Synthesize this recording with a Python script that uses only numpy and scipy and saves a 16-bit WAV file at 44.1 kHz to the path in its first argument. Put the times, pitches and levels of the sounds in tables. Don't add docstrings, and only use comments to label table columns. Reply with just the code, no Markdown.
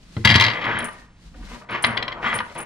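import sys
import numpy as np
from scipy import signal
from scipy.fft import rfft, irfft, next_fast_len
from scipy.io import wavfile
from scipy.ndimage import uniform_filter1d

SR = 44100
rng = np.random.default_rng(int(sys.argv[2]) if len(sys.argv) > 2 else 0)


def output_pcm(signal):
    pcm = np.clip(np.atleast_2d(signal).T, -1, 1) * 32767
    wavfile.write(sys.argv[1], SR, np.round(pcm).astype(np.int16))


def linear_from_db(decibels):
    return 10 ** (np.asarray(decibels, float) / 20)


N = 116865

# [f/Hz, level/dB, T60/s]
BAR_MODES = [(913, -14, 0.23), (1690, -5, 0.15), (1925, 1, 0.053), (1962, -2.5, 0.035), (1997, -2.5, 0.072),
             (2033, 0, 0.12), (2090, -6.5, 0.058), (2184, -5, 0.086), (2353, -7, 0.092),
             (3200, -0.5, 0.072), (3226, -3.5, .06), (3313, -7, 0.14), (3740, -10, 0.081),
             (4140, -14.5, 0.078)]
# [f/Hz, level/dB, T60/s]
FRAME_MODES = [(94.8, -8.5, 0.42), (114.9, -4, 0.28), (135.3, -16, 0.16), (218, -13, 0.28)]
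# [f/Hz, level/dB]
SCRAPE_COLOUR = [(70, -39), (120, -0.5), (500, -4.5), (1200, -1.5), (2050, 1), (3400, -15.5), (5500, -26.5),
                 (11000, -66)]
# [f/Hz, level/dB]
CRACK_COLOUR = [(300, -23), (900, -9.5), (2050, 3), (3300, 1.5), (5300, -12.5), (9000, -44)]
BAR_DB = -13
SOFT_HZ = 5860


def rms_one(x):
    return x / np.sqrt(np.mean(x ** 2) + 1e-20)


def shaped(x, points, phase=False):
    hz, values = np.transpose(points)
    size = next_fast_len(N + 4096)
    bins_hz = np.arange(size // 2 + 1) * SR / size
    curve = np.interp(np.log(bins_hz + 1), np.log(hz), values)
    response = np.exp(1j * curve) if phase else linear_from_db(curve)
    return irfft(rfft(x, size) * response, size)[..., :N]


def soft(x, hz):
    return signal.sosfilt(signal.butter(2, min(hz, .45 * SR), fs=SR, output="sos"), x)


def drift(rate):
    r = np.exp(-2 * np.pi * rate / SR)
    noise = rng.standard_normal(N + SR)
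    return rms_one(signal.lfilter([1], [1, -2 * r, r * r], noise)[SR:])


def patchy(x):
    edges = [30, 500, 1100, 1900, 3200, 20000]
    out = 0
    for k, band in enumerate(zip(edges, edges[1:])):
        part = signal.sosfilt(signal.butter(2, band, "band", fs=SR, output="sos"), x)
        out = out + linear_from_db(2.5 * drift(9)) * part * (-1) ** k
    return out


def ring(clicks, hz, t60):
    r = linear_from_db(-60 / (max(t60, .005) * SR))
    w = 2 * np.pi * hz / SR
    return signal.lfilter([0, np.sin(w)], [1, -2 * r * np.cos(w), r * r], clicks + 1e-18)


def strike(s, db, modes, contact_s, spread_db, count=4):
    s, db, out = np.array(s)[:, None], np.array(db)[:, None], 0
    delay_s = contact_s * np.arange(count) / count * rng.uniform(.6, 1.4, (len(s), count))
    at = ((s + delay_s) * SR).astype(int)
    for hz, level_db, t60 in modes:
        clicks = np.zeros(N)
        heights = linear_from_db(db + level_db + spread_db * rng.standard_normal(at.shape))
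        signs = rng.choice([-1, 1], at.shape)
        np.add.at(clicks, at, heights * signs / np.sqrt(count))
        out = out + ring(clicks, hz, t60)
    return out


def burst(s, db, colour, t60):
    clicks = np.zeros(N)
    clicks[(np.array(s) * SR).astype(int)] = linear_from_db(np.array(db))
    decay = signal.lfilter([1], [1, -linear_from_db(-60 / (t60 * SR))], clicks)
    envelope = uniform_filter1d(decay, size=30, origin=14)
    return envelope * rms_one(shaped(rng.standard_normal(N), colour))


def swells(rows):
    t, out = np.arange(N) / SR, 0
    for s, length, db in rows:
        arch = np.abs(np.sin(np.pi * np.clip((t - s) / length, 0, 1)))
        out = out + linear_from_db(db) * arch ** 1.09
    return out


def pan(x, db):
    return x * linear_from_db(np.array([[db / 2], [-db / 2]]))


def floor():
    # [t/s, length/s, level/dB]
    weight = [
        (-.1, 0.77, -46),
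        (.6, 0.94, -59.5),
        (1.22, 0.34, -42),
        (1.36, 0.13, -39),
        (1.45, .14, -44.5),
        (1.65, 0.9, -50),
    ]
    # [f/Hz, level/dB]
    air_colour = [(35, 3), (60, -2), (194, 1), (388, -16.5), (1910, -20), (9000, -34.5), (11700, -57.5),
                  (19800, -120)]
    white = rng.standard_normal((6, N))
    band = signal.butter(3, [35, 65], "band", fs=SR, output="sos")
    low = rms_one(signal.sosfilt(band, white[0] + 0.232 * white[1:3]))
    boards = shaped(white[0], [(90, -33.5), (170, 4.5), (280, -6), (600, -37.0), (8000, -101)])
    low = low + linear_from_db(-9.5) * rms_one(boards)
    air = rms_one(shaped(white[3] + 0.11 * white[4:], air_colour))
    return (swells(weight) + linear_from_db(-68.5)) * rms_one(low) + linear_from_db(-52) * air


def cloth():
    # [t/s, length/s, level/dB]
    rubs = [
        (-.05, 0.76, -48.5),
        (.25, 0.29, -49),
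        (.85, 0.24, -53),
        (1.15, 0.2, -56),
        (1.3, 0.27, -53.5),
        (1.42, .24, -47.5),
        (2.2, 0.18, -46.5),
        (2.4, 0.23, -51),
    ]
    # [f/Hz, level/dB]
    cloth_colour = [(470, -7.5), (800, -12.5), (4290, -9.5), (9800, -21.5), (11000, -29), (13500, -31.5),
                    (16000, -61.5)]
    white = rng.standard_normal((3, N))
    rustle = rms_one(shaped(white[0] * 0.31 + white[1:], cloth_colour))
    return swells(rubs) * linear_from_db(-0.5 + 1.45 * drift(23)) * rustle


def bedroom(x):
    t60_s, wall_cut_hz = 0.35, 6400
    size = next_fast_len(N + SR)
    w = 2 * np.pi * np.arange(size // 2 + 1) / size
    dull = 1 / (1 + 1j * w * SR / (2 * np.pi * wall_cut_hz))
    out = np.zeros((2, len(w)), complex)
    for k, lag in enumerate(rng.uniform(.008, .03, 16) * SR):
        loop = linear_from_db(-60 * lag / SR / t60_s) * dull * np.exp(-1j * w * int(lag))
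        out[k % 2] += loop / (1 - loop) * (-1) ** (k // 2)
    return irfft(out * rfft(x, size), size)[:, :N]


def hook():
    # [t/s, level/dB]
    clinks = [(0.6379, -68), (0.7883, -35), (0.8439, -25.5), (0.8905, -45), (1.709, -51.5), (1.8238, -25.5),
              (1.8653, -37), (2.3395, -32.5), (2.3512, -28), (2.3745, -43), (2.5471, -42), (2.5792, -32.5),
              (2.603, -30.5)]
    # [f/Hz, level/dB, T60/s]
    hook_modes = [(9390, 0, 0.2), (9440, 2.5, 0.2), (9630, -14, 0.14), (14560, -35, .12), (14800, -21, .2),
                  (12350, -28, 0.11), (11500, -30, .1), (10530, -36, 0.1)]
    s, db = np.transpose(clinks)
    hook_db, tick_db = -5.5, -14.5
    both = strike(s, db + hook_db, hook_modes, .001, spread_db=1.0, count=1)
    own = np.array([strike(s, db + hook_db - 26.5, hook_modes, .001, spread_db=7.0, count=1) for _ in "LR"])
    colour = [(2500, -15), (5000, 0), (9000, 10), (11000, -7), (13000, -10), (16000, -23.5)]
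    tick = burst(s, db + tick_db, colour, 0.032)
    tick = tick + np.array([burst(s, db + tick_db, colour, 0.1) for _ in "LR"])
    return (both + own) * linear_from_db(4.4 * drift(27)) + tick


def wire():
    # [t/s, length/s, level/dB, f/Hz]
    groans = [(.88, .2, -52, 1840), (1.5, .08, -44, 235), (1.34, .1, -49, 285), (1.335, .04, -54, 520),
              (1.34, .08, -55, 740), (1.605, .04, -50, 640), (1.51, .06, -51, 1000), (2.555, .06, -40, 340),
              (1.69, .12, -42, 340), (1.835, .09, -33, 223), (.62, .25, -41, 226), (2.37, .06, -42, 218),
              (.163, .07, -37, 335), (.165, .05, -44, 480)]
    t60_s, out = .055, 0
    for s, length, db, hz in groans:
        hum = ring(ring(rng.standard_normal(N), hz, t60_s), hz, t60_s)
        even = hum / np.sqrt(uniform_filter1d(hum ** 2, size=1800))
        out = out + swells([(s, length, db)]) * even
    return out


def frame():
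    # [t/s, level/dB]
    jolts = [(0.166, -16.5), (0.251, -8.5), (0.301, -9), (0.355, -9), (0.408, -21.5), (.445, -22),
             (0.476, -22.5), (0.641, -38), (0.752, -30.5), (0.82, -46), (1.702, -37), (1.84, -28),
             (1.9, -27.5), (2.338, -29), (2.389, -36.5)]
    s, db = np.transpose(jolts)
    thud_colour = [(60, -28.0), (150, 7.0), (450, -11.0), (1500, -16.0), (8000, -94.0)]
    thud = burst(s, db - 9, thud_colour, 0.1)
    boom = soft(strike(s, db, FRAME_MODES, .003, spread_db=0.5, count=1), 589)
    return signal.sosfilt(signal.butter(3, 75, "high", fs=SR, output="sos"), boom + thud)


def strokes():
    # [t/s, length/s, first level/dB, last level/dB, brightness/dB]
    load = [(0.239, 0.36, -25.5, -32, 0), (0.605, 0.091, -29, -23, 5), (0.66, 0.19, -23, -27.5, 1.5),
            (0.872, 0.23, -40.5, -59.5, -3), (1.336, 0.17, -57.5, -48, -2.5),
            (1.504, 0.074, -40.5, -44, -5.5), (1.6, 0.082, -47, -53, -12), (1.686, 0.076, -29, -26, 0.5),
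            (1.773, 0.23, -32, -38.5, 1.5), (1.832, 0.13, -20.5, -33, 2), (1.942, 0.44, -36.5, -35.5, -9),
            (2.216, 0.042, -28, -22.5, 0), (2.24, 0.077, -20.5, -28, -0.5),
            (2.315, 0.046, -22.5, -24.5, 1.5), (2.401, 0.12, -45, -43, -3),
            (2.548, 0.069, -29.5, -31, -2.5)]
    grip_s, let_go_t60_s = 0.014, 0.18
    t, out = np.arange(N) / SR, 0
    for s, length, first_db, last_db, bright_db in load:
        slide_db = np.interp(t, [s, s + length], [first_db, last_db])
        db = slide_db - 60 * np.maximum(t - s - length, 0) / let_go_t60_s
        grip = np.clip((t - s) / grip_s, 0, 1)
        out = np.maximum(out, pan(linear_from_db(db) * grip, -bright_db))
    return out


def slip_rings(slips, signs, modes, hz_ratio, t60_ratio):
    out = 0
    for k, (hz, level_db, t60) in enumerate(modes):
        out = out + linear_from_db(level_db) * ring(slips * signs[k % 3], hz * hz_ratio, t60 * t60_ratio)
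    return out


def mesh():
    # [t/s, level/dB]
    knocks = [(0.884, -28), (1.342, -47), (1.425, -47), (1.47, -44.5), (1.499, -48), (1.529, -40),
              (1.545, -38.5), (1.562, -58), (1.617, -43), (1.841, -13.5), (2.403, -20.5)]
    # [f/Hz, level/dB, T60/s]
    mesh_modes = [(501, -13.5, 0.13), (637, -12.5, .05), (941, -6, 0.1), (987.6, 1, 0.049),
                  (1199, 3.5, 0.041), (1481.5, -2, 0.059), (1449, -9.5, 0.18), (1561, -10.5, 0.087),
                  (1694, -2.5, 0.052), (1850, -3, 0.051), (2175, -12.5, 0.12), (2565, -4, 0.02),
                  (2970, -2.5, 0.02), (4080, -18.5, 0.016)]
    # [t/s, length/s, level/dB]
    drags = [
        (.52, 0.1, -33),
        (.59, 0.15, -29.5),
        (.7, 0.15, -31.5),
        (2.22, 0.16, -27.5),
    ]
    load = strokes() * linear_from_db(1.0 * drift(24))
    slips_per_s, slip_spread_db = 1200, 2.5
    heights = linear_from_db(slip_spread_db * np.minimum(rng.exponential(1, N), 4))
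    slips = (rng.random(N) < slips_per_s / SR) * heights
    signs = rng.choice([-1, 1], (3, N))

    rings = slip_rings(slips, signs, mesh_modes, 1, 1.26)
    hiss_level = 5.4 + uniform_filter1d(slips, size=60) * 30
    hiss = shaped(rng.standard_normal(N) * hiss_level, SCRAPE_COLOUR)
    booms = slip_rings(slips, signs, FRAME_MODES, 2, .5)
    drag = slip_rings(slips, signs, BAR_MODES, 1, 0.63)

    rub = linear_from_db(-6) * rms_one(soft(patchy(rings), SOFT_HZ * 1.75))
    rub = rub + linear_from_db(-2.5) * rms_one(soft(patchy(hiss), 7000))
    rub = rub + linear_from_db(-21) * rms_one(soft(booms, 473))
    lows = soft(rub, 1400)
    scrape = load[0] * lows + load[1] * (rub - lows)
    scrape = scrape + swells(drags) * rms_one(soft(drag, 2900))

    s, db = np.transpose(knocks)
    hits = strike(s, db - 6, mesh_modes, .007, spread_db=5, count=6)
    return hits + burst(s, db - 14.0, CRACK_COLOUR, 0.052) + scrape


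def bar():
    # [t/s, level/dB]
    rattle = [(0.2489, -2.5), (0.2539, -1.5), (0.2736, -4.5), (0.2914, -6), (0.3, -4.5), (0.3105, -4.5),
              (0.3183, -9), (0.3416, -6.5), (0.352, -6), (0.3582, -1.5), (0.3801, -12), (0.399, -4),
              (0.4093, -1.5), (0.4224, -5.5), (0.4392, -5.5), (0.4484, -7.5), (0.4647, -8.5),
              (0.4828, -12.5), (0.5008, -15.5), (0.5132, -19), (0.535, -21.5)]
    # [f/Hz, level/dB, T60/s]
    rail_modes = [(1064, -7, .08), (1534, -32, 0.077), (1908, -7.5, 0.088), (2630, -17.5, .07),
                  (2820, -10, 0.18), (3800, -2.5, 0.033), (4000, -9, 0.096), (4590, -7.5, 0.043),
                  (4320, -8, 0.065), (4716, -7, .06), (4930, -7, 0.043), (5610, -15, .05),
                  (5640, -21.5, 0.043)]
    # [t/s, level/dB]
    tap_times = [(.166, -24), (0.213, -41.5), (0.642, -15), (0.652, -16), (0.804, -20), (1.84, -3),
                 (1.845, -1.5), (1.970, -15.5), (1.974, -4), (2.026, -8), (2.080, -11), (2.119, -22.5),
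                 (2.125, -21), (2.388, -9.5), (2.498, -33)]
    # [f/Hz, level/dB, T60/s]
    held_modes = [(1051, -4.5, 0.07), (2040, 3.5, 0.038), (1970, -8.5, .12), (3254, 3, 0.025),
                  (4124, -3, 0.022), (4696, -5.5, 0.015), (5290, -6, 0.012)]
    s, db = np.transpose(rattle)
    hits = soft(strike(s, db + BAR_DB, BAR_MODES + rail_modes, .003, spread_db=2.0), SOFT_HZ * 1.08)
    crack = burst(s, db - 4, CRACK_COLOUR, 0.015)
    bright = burst(s, 2.2 * db - 20.5, [(2500, -30.5), (5000, -1), (9000, -13.5), (16000, -26)], 0.037)
    tail = burst(s, db - 30.5, SCRAPE_COLOUR, 0.25)
    hits = hits + crack + bright + tail

    s, db = np.transpose(tap_times)
    taps = strike(s, db + BAR_DB, held_modes, 0.00299, spread_db=0.5, count=2)
    taps = taps + burst(s + 0.00087, db - 14, CRACK_COLOUR, 0.041)
    snap = burst(s + 0.00326, db - 30, [(3000, -14), (5200, -0.5), (9000, -13), (13000, -38)], 0.011)
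    return hits + soft(soft(taps, SOFT_HZ), SOFT_HZ * 0.78) + snap


def scene():
    rattle = bar()
    wires = mesh() + wire()
    clink = hook()
    near = pan(rattle, 5) + pan(wires, 2.5) + pan(clink, 1.5) + pan(frame(), 1.0)
    room = linear_from_db(-18) * bedroom(rattle + wires + 0.86 * clink[0])
    return near + room + pan(cloth(), 0.8) + floor()


def band_limit(x):
    return signal.sosfilt(signal.butter(12, 16740, fs=SR, output="sos"), x)


def record(dry):
    # [f/Hz, phase/rad]
    left_lead = [(300, 0.037), (1000, -0.57), (2000, -1.02), (3000, -1.47), (4500, 0.92), (9000, 1.6)]
    x = np.array([shaped(dry[0], left_lead, phase=True), dry[1]])
    top_cut = signal.cheby2(8, 40, 16800, fs=SR, output="sos")
    x = signal.sosfilt(top_cut, np.clip(x, -1, 1))
    return band_limit(x)


dry = scene()
out = record(dry)
output_pcm(out)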